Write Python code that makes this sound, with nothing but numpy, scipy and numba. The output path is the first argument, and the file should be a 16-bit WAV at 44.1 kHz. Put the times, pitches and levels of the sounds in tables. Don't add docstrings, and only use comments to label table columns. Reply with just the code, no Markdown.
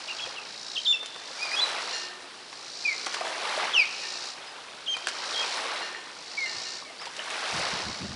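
import sys
import numpy as np
from scipy import signal
from scipy.fft import irfft
from scipy.io import wavfile
from scipy.ndimage import uniform_filter1d
from numba import njit

SR = 44100
rng = np.random.default_rng(int(sys.argv[2]) if len(sys.argv) > 2 else 0)


def dump(signal):
    limited = np.clip(np.atleast_2d(signal).T, -1, 1)
    pcm = np.round(limited * 32767).astype(np.int16)
    wavfile.write(sys.argv[1], SR, pcm)


N = 359415

# crest_s, wash_level_db, spray_level_db, rise_s, fall_s
WAVE_CRESTS = [(.20, -43, -57, .55, 0.37), (1.69, -33.5, -40.5, 0.29, 0.38), (3.27, -40, -47.5, 0.36, 0.41),
               (3.60, -31, -39, 0.37, 0.28), (4.05, -45, -49, 0.15, 0.69), (5.60, -32, -40.5, 0.46, 0.34),
               (6.54, -45, -62, 0.35, 0.3), (7.58, -31.5, -38.5, 0.37, .38)]
CALM_WASH_DB, CALM_SPRAY_DB = -48.5, -54.5
CREST_ROUNDNESS = 1.6


def undb(db):
    return 10 ** (np.asarray(db) / 20)


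def unit(x):
    return x / np.sqrt(np.mean(x ** 2) + 1e-20)


def add(out, s, x):
    i = max(int(s * SR), 0)
    out[i:i + len(x)] += x[:max(N - i, 0)]


def colour(x, points):
    hz, db = np.transpose(points)
    f = np.maximum(np.fft.rfftfreq(4096, 1 / SR), 1)
    low_cut = np.minimum(f / hz[0], 1) ** 2
    gain = undb(np.interp(np.log(f), np.log(hz), db)) * low_cut
    taps = np.fft.fftshift(irfft(gain))
    return unit(signal.fftconvolve(x, taps * np.hanning(len(taps)), "same"))


def band(x, lo_hz, hi_hz, order=2):
    edges = [lo_hz, min(hi_hz, SR / 2 - 1000)]
    return signal.sosfilt(signal.butter(order, edges, "band", fs=SR, output="sos"), x)


def walk(rate):
    k = int(SR / rate)
    held = np.repeat(rng.standard_normal(N // k + 1), k)[:N]
    return unit(uniform_filter1d(uniform_filter1d(held, k), k))


def swell(peak_s, rise_s, fall_s, roundness):
    t = np.arange(N) / SR - peak_s
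    return -10 * np.maximum(-t / rise_s, t / fall_s) ** roundness


def together(levels, floor_db):
    return 10 * np.log10(sum(undb(db) ** 2 for db in levels) + undb(floor_db) ** 2)


@njit
def ring(starts, hz, cycles, size, glide):
    out = np.zeros(N)
    for k in range(len(starts)):
        first = int(starts[k] * SR)
        length = int(cycles[k] * SR / hz[k]) + 2
        z = size[k] + 0j
        p = np.exp(2j * np.pi * hz[k] / SR - 5.5 / length)
        rise = np.exp(2j * np.pi * hz[k] / SR * glide / length)
        for i in range(first, min(first + length, N)):
            out[i] += z.imag
            z *= p
            p *= rise
    return out


def bubbles(lo_hz, hi_hz, cycles, spread_db, count):
    when, pitch, life, loud = rng.random((count, 4)).T
    hz = lo_hz * (hi_hz / lo_hz) ** np.sqrt(pitch)
    size = undb(spread_db * np.minimum(-np.log(1 - loud), 5)) * np.sqrt(hz / lo_hz)
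    return unit(ring(when * N / SR, hz, cycles * (.5 + life), size, 0.2))


def marina(x, t60_s, gap_s):
    t = np.arange(SR) / SR
    scatter = band(rng.standard_normal(SR), 200, 5800, order=1)
    tail = scatter * undb(-60 * t / t60_s) * (t > gap_s)
    return signal.fftconvolve(x, tail / np.sqrt(np.sum(tail ** 2)))[:N]


def shore():
    # frequency_hz, relative_db
    hush_colour = [(30, -22), (70, -13.5), (150, -4.5), (400, 2.5), (1500, -8.5), (3000, -3.5),
                   (4500, -2.5), (6200, -11), (8500, -12.5), (11000, -19)]
    return colour(rng.standard_normal(N), hush_colour) * undb(-50.0 + 0.22 * walk(3.24))


def wash_level(lead_s):
    humps = [db + swell(s - lead_s, rise, fall, CREST_ROUNDNESS) for s, db, _, rise, fall in WAVE_CRESTS]
    return together(humps, CALM_WASH_DB)


def waves(churn_noise_db=1, fizz_noise_db=1):
    # frequency_hz, relative_db
    wash_colour = [(60, -50), (130, -33), (200, -12), (480, -1.5), (900, 2.5), (1400, 2), (2200, 0),
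                   (4000, -2), (5500, -5.5), (7000, -37), (11000, -33)]
    spray_colour = [(700, -11), (1800, -9), (4500, -7.5), (5800, -7), (6800, -13.5), (9000, -14),
                    (11000, -19.5)]
    spray_lead_s = 0.048
    wash_db = wash_level(0)
    humps = [db + swell(s - spray_lead_s, rise, fall, CREST_ROUNDNESS)
             for s, _, db, rise, fall in WAVE_CRESTS]
    spray_db = together(humps, CALM_SPRAY_DB)
    churn = bubbles(235.0, 4485, cycles=21.8, spread_db=1.0, count=16000)
    churn = churn + undb(churn_noise_db) * rng.standard_normal(N)
    fizz = bubbles(1830, 11700, cycles=3.3, spread_db=4.0, count=24000)
    fizz = fizz + undb(fizz_noise_db) * rng.standard_normal(N)
    wash = colour(churn, wash_colour) * undb(wash_db + 0.93 * walk(25))
    spray = colour(fizz, spray_colour) * undb(spray_db + 1.0 * walk(35))
    return wash + spray


def ripples():
    calm_db, follow, lead_s = -56, .45, 0.07
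    plips = band(bubbles(464, 3680, cycles=29, spread_db=3.0, count=800), 350, 5000)
    return plips * undb(calm_db + follow * (wash_level(lead_s) - CALM_WASH_DB))


def phrasing():
    # loudest_s, stop_s, level_db, final_pulses_per_s, clear_share, body_ring_db
    phrases = [(0.208, 0.304, -41.5, 57, .15, 0), (0.738, 0.878, -39.5, 64, 0.63, 3.5),
               (1.514, 1.60, -39.5, 46, 0.2, 2), (1.97, 2.041, -38, 58, .45, -5),
               (2.918, 3.182, -38, 68, 0.1, 4), (3.501, 3.70, -45, 49, .25, -4),
               (4.11, 4.299, -37, 63, 0.3, 4), (5.401, 5.554, -36, 65, 0.3, 5),
               (5.798, 5.886, -45, 75, 0.5, 2), (6.586, 6.777, -37, 62, 0.16, 7),
               (7.696, 8.151, -37.5, 89, 0.4, -1)]
    early_pulses_per_s, rate_change_s = 54, .22
    swell_s, sag_s, release_db_per_s, floor_db = 0.37, .5, 151, -56
    t = np.arange(N) / SR
    levels = []
    for s, stop, db, *_ in phrases:
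        release = release_db_per_s * np.maximum(t - stop, 0)
        levels.append(db + swell(s, swell_s, sag_s, roundness=1.6) - release)
    leader = np.argmax(levels, axis=0)
    _, stop, _, final_rate, clear, body_db = np.array(phrases)[leader].T
    approach = np.exp(np.minimum(t - stop, 0) / rate_change_s)
    rate = early_pulses_per_s + (final_rate - early_pulses_per_s) * approach
    return rate, together(levels, floor_db), np.clip(clear, 0, 1), undb(body_db)


def insect(smear=0.6):
    # frequency_hz, relative_db
    buzz_colour = [(2500, -16), (3300, -14), (3850, 0), (4500, 2.5), (5300, 0), (5850, -1.5), (6300, -8.5),
                   (7100, -8), (7500, -13), (8400, -15), (9600, -32), (11000, -47)]
    # frequency_hz, pitch_spread_hz, relative_db
    resonances = [(3870, 70, 0), (5250, 80, -1)]
    body_ring_s = .0045
    rate, db, clear, body = phrasing()
    cycle = np.cumsum(rate * (1 + 0.0051 * walk(30))) / SR % 1
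    since = cycle / rate
    pulse = np.exp(-since / .0046) * np.minimum(since / .003, 1) ** 2
    ringing = np.exp(-((since - body_ring_s) / body_ring_s) ** 2 * 2)
    tones = np.zeros(N)
    for hz, spread_hz, mode_db in resonances:
        phase = 2 * np.pi * np.cumsum(hz + spread_hz * walk(500)) / SR
        tones += undb(mode_db) * np.sin(phase)
    rasp = colour(rng.standard_normal(N) * pulse, buzz_colour)
    direct = (rasp + body * unit(tones * ringing)) / np.hypot(1, body)
    scattered = colour(rng.standard_normal(N) * (unit(pulse) / 2 + smear), buzz_colour)
    return (clear * direct + np.sqrt(1 - clear ** 2) * scattered) * undb(db)


def chirp(s, hold_s, hz, flick_to, flick_db, held_db, end_db):
    flick_s, flick_from, flick_swell_db = .021, 1.29, 15
    leap_s, leap_dip_db, hold_sag = 0.0064, 5, 0.0065
    droop_s, droop_to, droop_fade_db = 0.015, .935, 15.5
    end_s, end_from, end_to, end_fade_db = .034, .80, .71, 10
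    turn = s + flick_s
    stop = turn + leap_s + hold_s
    drop = stop - leap_s
    flick = [(s, hz * flick_from, flick_db - flick_swell_db),
             (s + flick_s / 2, hz * (flick_from + flick_to) / 2, flick_db),
             (turn, hz * flick_to, flick_db)]
    held = [(turn + leap_s, hz, held_db - leap_dip_db),
            (stop - droop_s, hz * (1 - hold_sag), held_db),
            (stop, hz * droop_to, held_db - droop_fade_db)]
    end = [(drop, hz * end_from, end_db),
           (drop + end_s / 2, hz * (end_from + end_to) / 2, end_db),
           (drop + end_s, hz * end_to, end_db - end_fade_db)]
    return [(-13, flick + held), (-7.5, end)]


def slur(s, length_s, from_hz, to_hz, bend, peak, db, overtone_db):
    swell_db, fade_db, fade_bend = 9.5, 16, 1.46
    u = np.linspace(0, 1, 16)
    before = np.maximum(1 - u / peak, 0)
    after = np.maximum((u - peak) / (1 - peak), 0)
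    softer = swell_db * before ** 2 + fade_db * after ** fade_bend
    pitch = from_hz + (to_hz - from_hz) * u ** bend
    return overtone_db, np.column_stack([s + u * length_s, pitch, db - softer])


def bird(third_db=-42, deck_share=.55, waver=.002, rasp=.028):
    # start_s, hold_s, held_pitch_hz, flick_bottom_share, flick_db, held_db, end_note_db
    chirps = [(0.073, .028, 2820, 0.81, -34, -27.5, -57), (0.179, 0.042, 3354, 0.73, -34, -28.5, -39),
              (0.75, 0.019, 3204, 0.81, -27.5, -21, -50), (.846, .058, 3589, 0.84, -24.5, -13.5, -25),
              (4.856, .064, 3192, 0.88, -34, -18.5, -34.5), (5.327, .072, 3264, 0.93, -33, -29.5, -33.5)]
    # start_s, length_s, from_hz, to_hz, bend, loudest_share_of_length, level_db, octave_overtone_db
    slurs = [(0.356, 0.042, 3230, 2500, 0.66, 0.8, -35, -19), (.40, .11, 2620, 2010, 1, 0.27, -51, -21),
             (2.847, 0.097, 2514, 1990, 1, 0.16, -21, -15), (3.733, 0.11, 3600, 2110, 0.55, 0.61, -16, -10),
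             (4.466, 0.045, 5040, 5000, 1, .3, -42, -37), (6.371, 0.13, 2317, 1970, 0.78, 0.14, -25.5, -15),
             (6.841, 0.097, 2330, 1900, 1.2, .4, -45.5, -15)]
    # (points of time_s, pitch_hz, level_db)
    warbles = [(-1.5, [(1.385, 2255, -44), (1.428, 2486, -29.5), (1.470, 2353, -36), (1.515, 2373, -35),
               (1.555, 2564, -27.5)]), (-13, [(1.560, 3220, -33.5), (1.592, 3390, -21), (1.606, 3516, -28),
               (1.613, 4005, -26.5), (1.633, 4013, -20.5), (1.660, 3880, -26)]), (-25, [(6.985, 4400, -39),
               (7.018, 5500, -39), (7.040, 4770, -41), (7.065, 4400, -50)])]
    deck_echo_s = .005216
    out = np.zeros(N)
    notes = [note for row in chirps for note in chirp(*row)]
    notes += [slur(*row) for row in slurs]
    notes += list(warbles)
    jitter = walk(900)
    for overtone_db, note in notes:
        s, hz, db = np.transpose(note)
        t = np.arange(s[0], s[-1], 1 / SR)
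        pitch = uniform_filter1d(np.interp(t, s, hz), size=180)
        plunge = np.clip(-np.gradient(pitch) * SR / 55000, 0, 1) ** 3
        unsteady = 1 + (waver + rasp * plunge) * jitter[(t * SR).astype(int)]
        phase = 2 * np.pi * np.cumsum(pitch * unsteady) / SR
        fade = np.clip(np.minimum(t - t[0], t[-1] - t) / 0.004, 0, 1)
        voice = np.sin(phase) + undb(overtone_db) * np.sin(2 * phase) + undb(third_db) * np.sin(3 * phase)
        add(out, s[0], voice * fade * undb(np.interp(t, s, db)))
    lag = int(round(deck_echo_s * SR))
    reflected = np.pad(out, (lag, 0))[:N]
    out = band(out + deck_share * reflected, 1100, 5070, order=3)
    near = undb(-17) * marina(out, t60_s=0.14, gap_s=0.019)
    far = undb(-18) * marina(out, t60_s=1.42, gap_s=0.016)
    return out + near + far


def wind():
    # start_s, length_s, level_db
    buffets = [(.25, 0.024, -57), (6.55, 0.034, -55), (7.536, 0.074, -43.5), (7.732, 0.011, -39.5),
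               (7.851, 0.057, -39.5), (8.011, .05, -37), (8.09, 0.065, -44)]
    attack_s, release_s = 0.0059, 0.015
    breeze_from_s, breeze_db = 7.52, -55
    t = np.arange(N) / SR
    gusts = np.zeros(N)
    for s, length, db in buffets:
        before = np.maximum(s - t, 0) / attack_s
        after = np.maximum(t - s - length, 0) / release_s
        gusts += undb(db) * np.exp(-before - after)
    breeze = undb(breeze_db) * np.clip((t - breeze_from_s) / attack_s, 0, 1)
    return unit(band(rng.standard_normal(N), 71, 256)) * np.hypot(gusts, breeze)


def slaps():
    # start_s, peak_db, nominal_hz, decay_time_constant_s
    splashes = [(.262, -30, 880, 0.0066), (1.029, -28, 1020, .005), (1.059, -25, 4470, .0053),
                (1.161, -26, 1117, 0.0042), (1.429, -24, 8150, 0.0016), (1.454, -23, 1310, 0.0045),
                (2.528, -28, 1120, 0.0045), (3.062, -22.5, 4170, 0.004), (3.066, -18, 950, 0.0054),
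                (3.132, -26, 4950, .0043), (3.143, -18.5, 2900, 0.0051), (3.208, -25, 2200, 0.0073),
                (3.246, -23, 860, 0.066), (4.967, -23.5, 1500, 0.0052), (5.0709, -11.5, 2120, 0.0023),
                (5.073, -25.5, 900, 0.0046), (5.084, -18.5, 3220, .0081), (7.014, -27.5, 1420, 0.018),
                (7.055, -27, 3000, 0.015), (7.166, -26, 3920, .0068), (7.283, -33, 1194, 0.0022),
                (7.304, -25, 6740, .0024)]
    # start_s, peak_db, pitch_hz
    plops = [(0.271, -35, 520), (1.305, -39, 513), (1.517, -21.5, 2010), (3.168, -24, 1150),
             (3.211, -21, 700), (3.217, -24, 1170), (3.576, -21.5, 593), (5.595, -30, 970),
             (5.656, -29, 527), (5.948, -25, 1820), (6.824, -32.5, 1078), (7.07, -27.5, 885),
             (7.193, -19.5, 2880)]
    out = np.zeros(N)
    t = np.arange(SR // 8) / SR
    for s, db, hz, decay_s in splashes:
        splash = rng.standard_normal(len(t)) * np.exp(-t / decay_s)
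        splash[0] += 0.0051 / decay_s
        splash = band(splash, hz / 2.0, hz * 1.35, order=1)
        add(out, s, undb(db) * splash / np.abs(splash).max())
    s, db, hz = np.array(plops, float).T.copy()
    air = ring(s, hz, np.full(len(s), 22.), undb(db), 0.16)
    return band(out + air, 325, 9200)


def mast(contact_s=0.0011):
    # frequency_hz, relative_db, t60_s
    modes = [(366, -13, 1.6), (1810, 0, .95), (1861, -14, .5), (2810, 0, .5), (2906, -11, .4),
             (4232, -1, .45), (4371, -9, .45), (5670, -10, .4), (7110, -15, .35)]
    # start_s, level_db, brightness_db_per_octave
    taps = [(1.932, -40, 6.5), (2.021, -43, -2.5), (3.139, -46, -2.5), (4.03, -41.5, -1), (5.822, -39, 0.5),
            (5.95, -49, 3), (6.458, -39.5, 1), (6.656, -44.5, 4)]
    out = np.zeros(N)
    t = np.arange(N) / SR
    s, db, bright_db = np.transpose(taps)
    for hz, mode_db, t60 in modes:
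        fed = np.zeros(N)
        fed[(s * SR).astype(int)] = undb(db + mode_db + bright_db * np.log2(hz / modes[1][0])) ** 2
        keep = np.exp(-2 * np.log(1000) / (t60 * SR))
        energy = signal.lfilter([1], [1, -keep], fed + 1e-18)
        level = uniform_filter1d(np.sqrt(energy), int(contact_s * SR) + 1)
        out += level * np.sin(2 * np.pi * hz * t)
    return out


def scene():
    hits = slaps()
    echoes = undb(-11.5) * marina(hits, t60_s=0.17, gap_s=0.0057)
    water = waves() + ripples() + hits + echoes
    return (water + bird() + insect() + mast() + wind() + shore())[None]


def record(dry):
    return signal.sosfilt(signal.ellip(12, .2, 80, 11000, fs=SR, output="sos"), dry)


dry = scene()
out = record(dry)
dump(out)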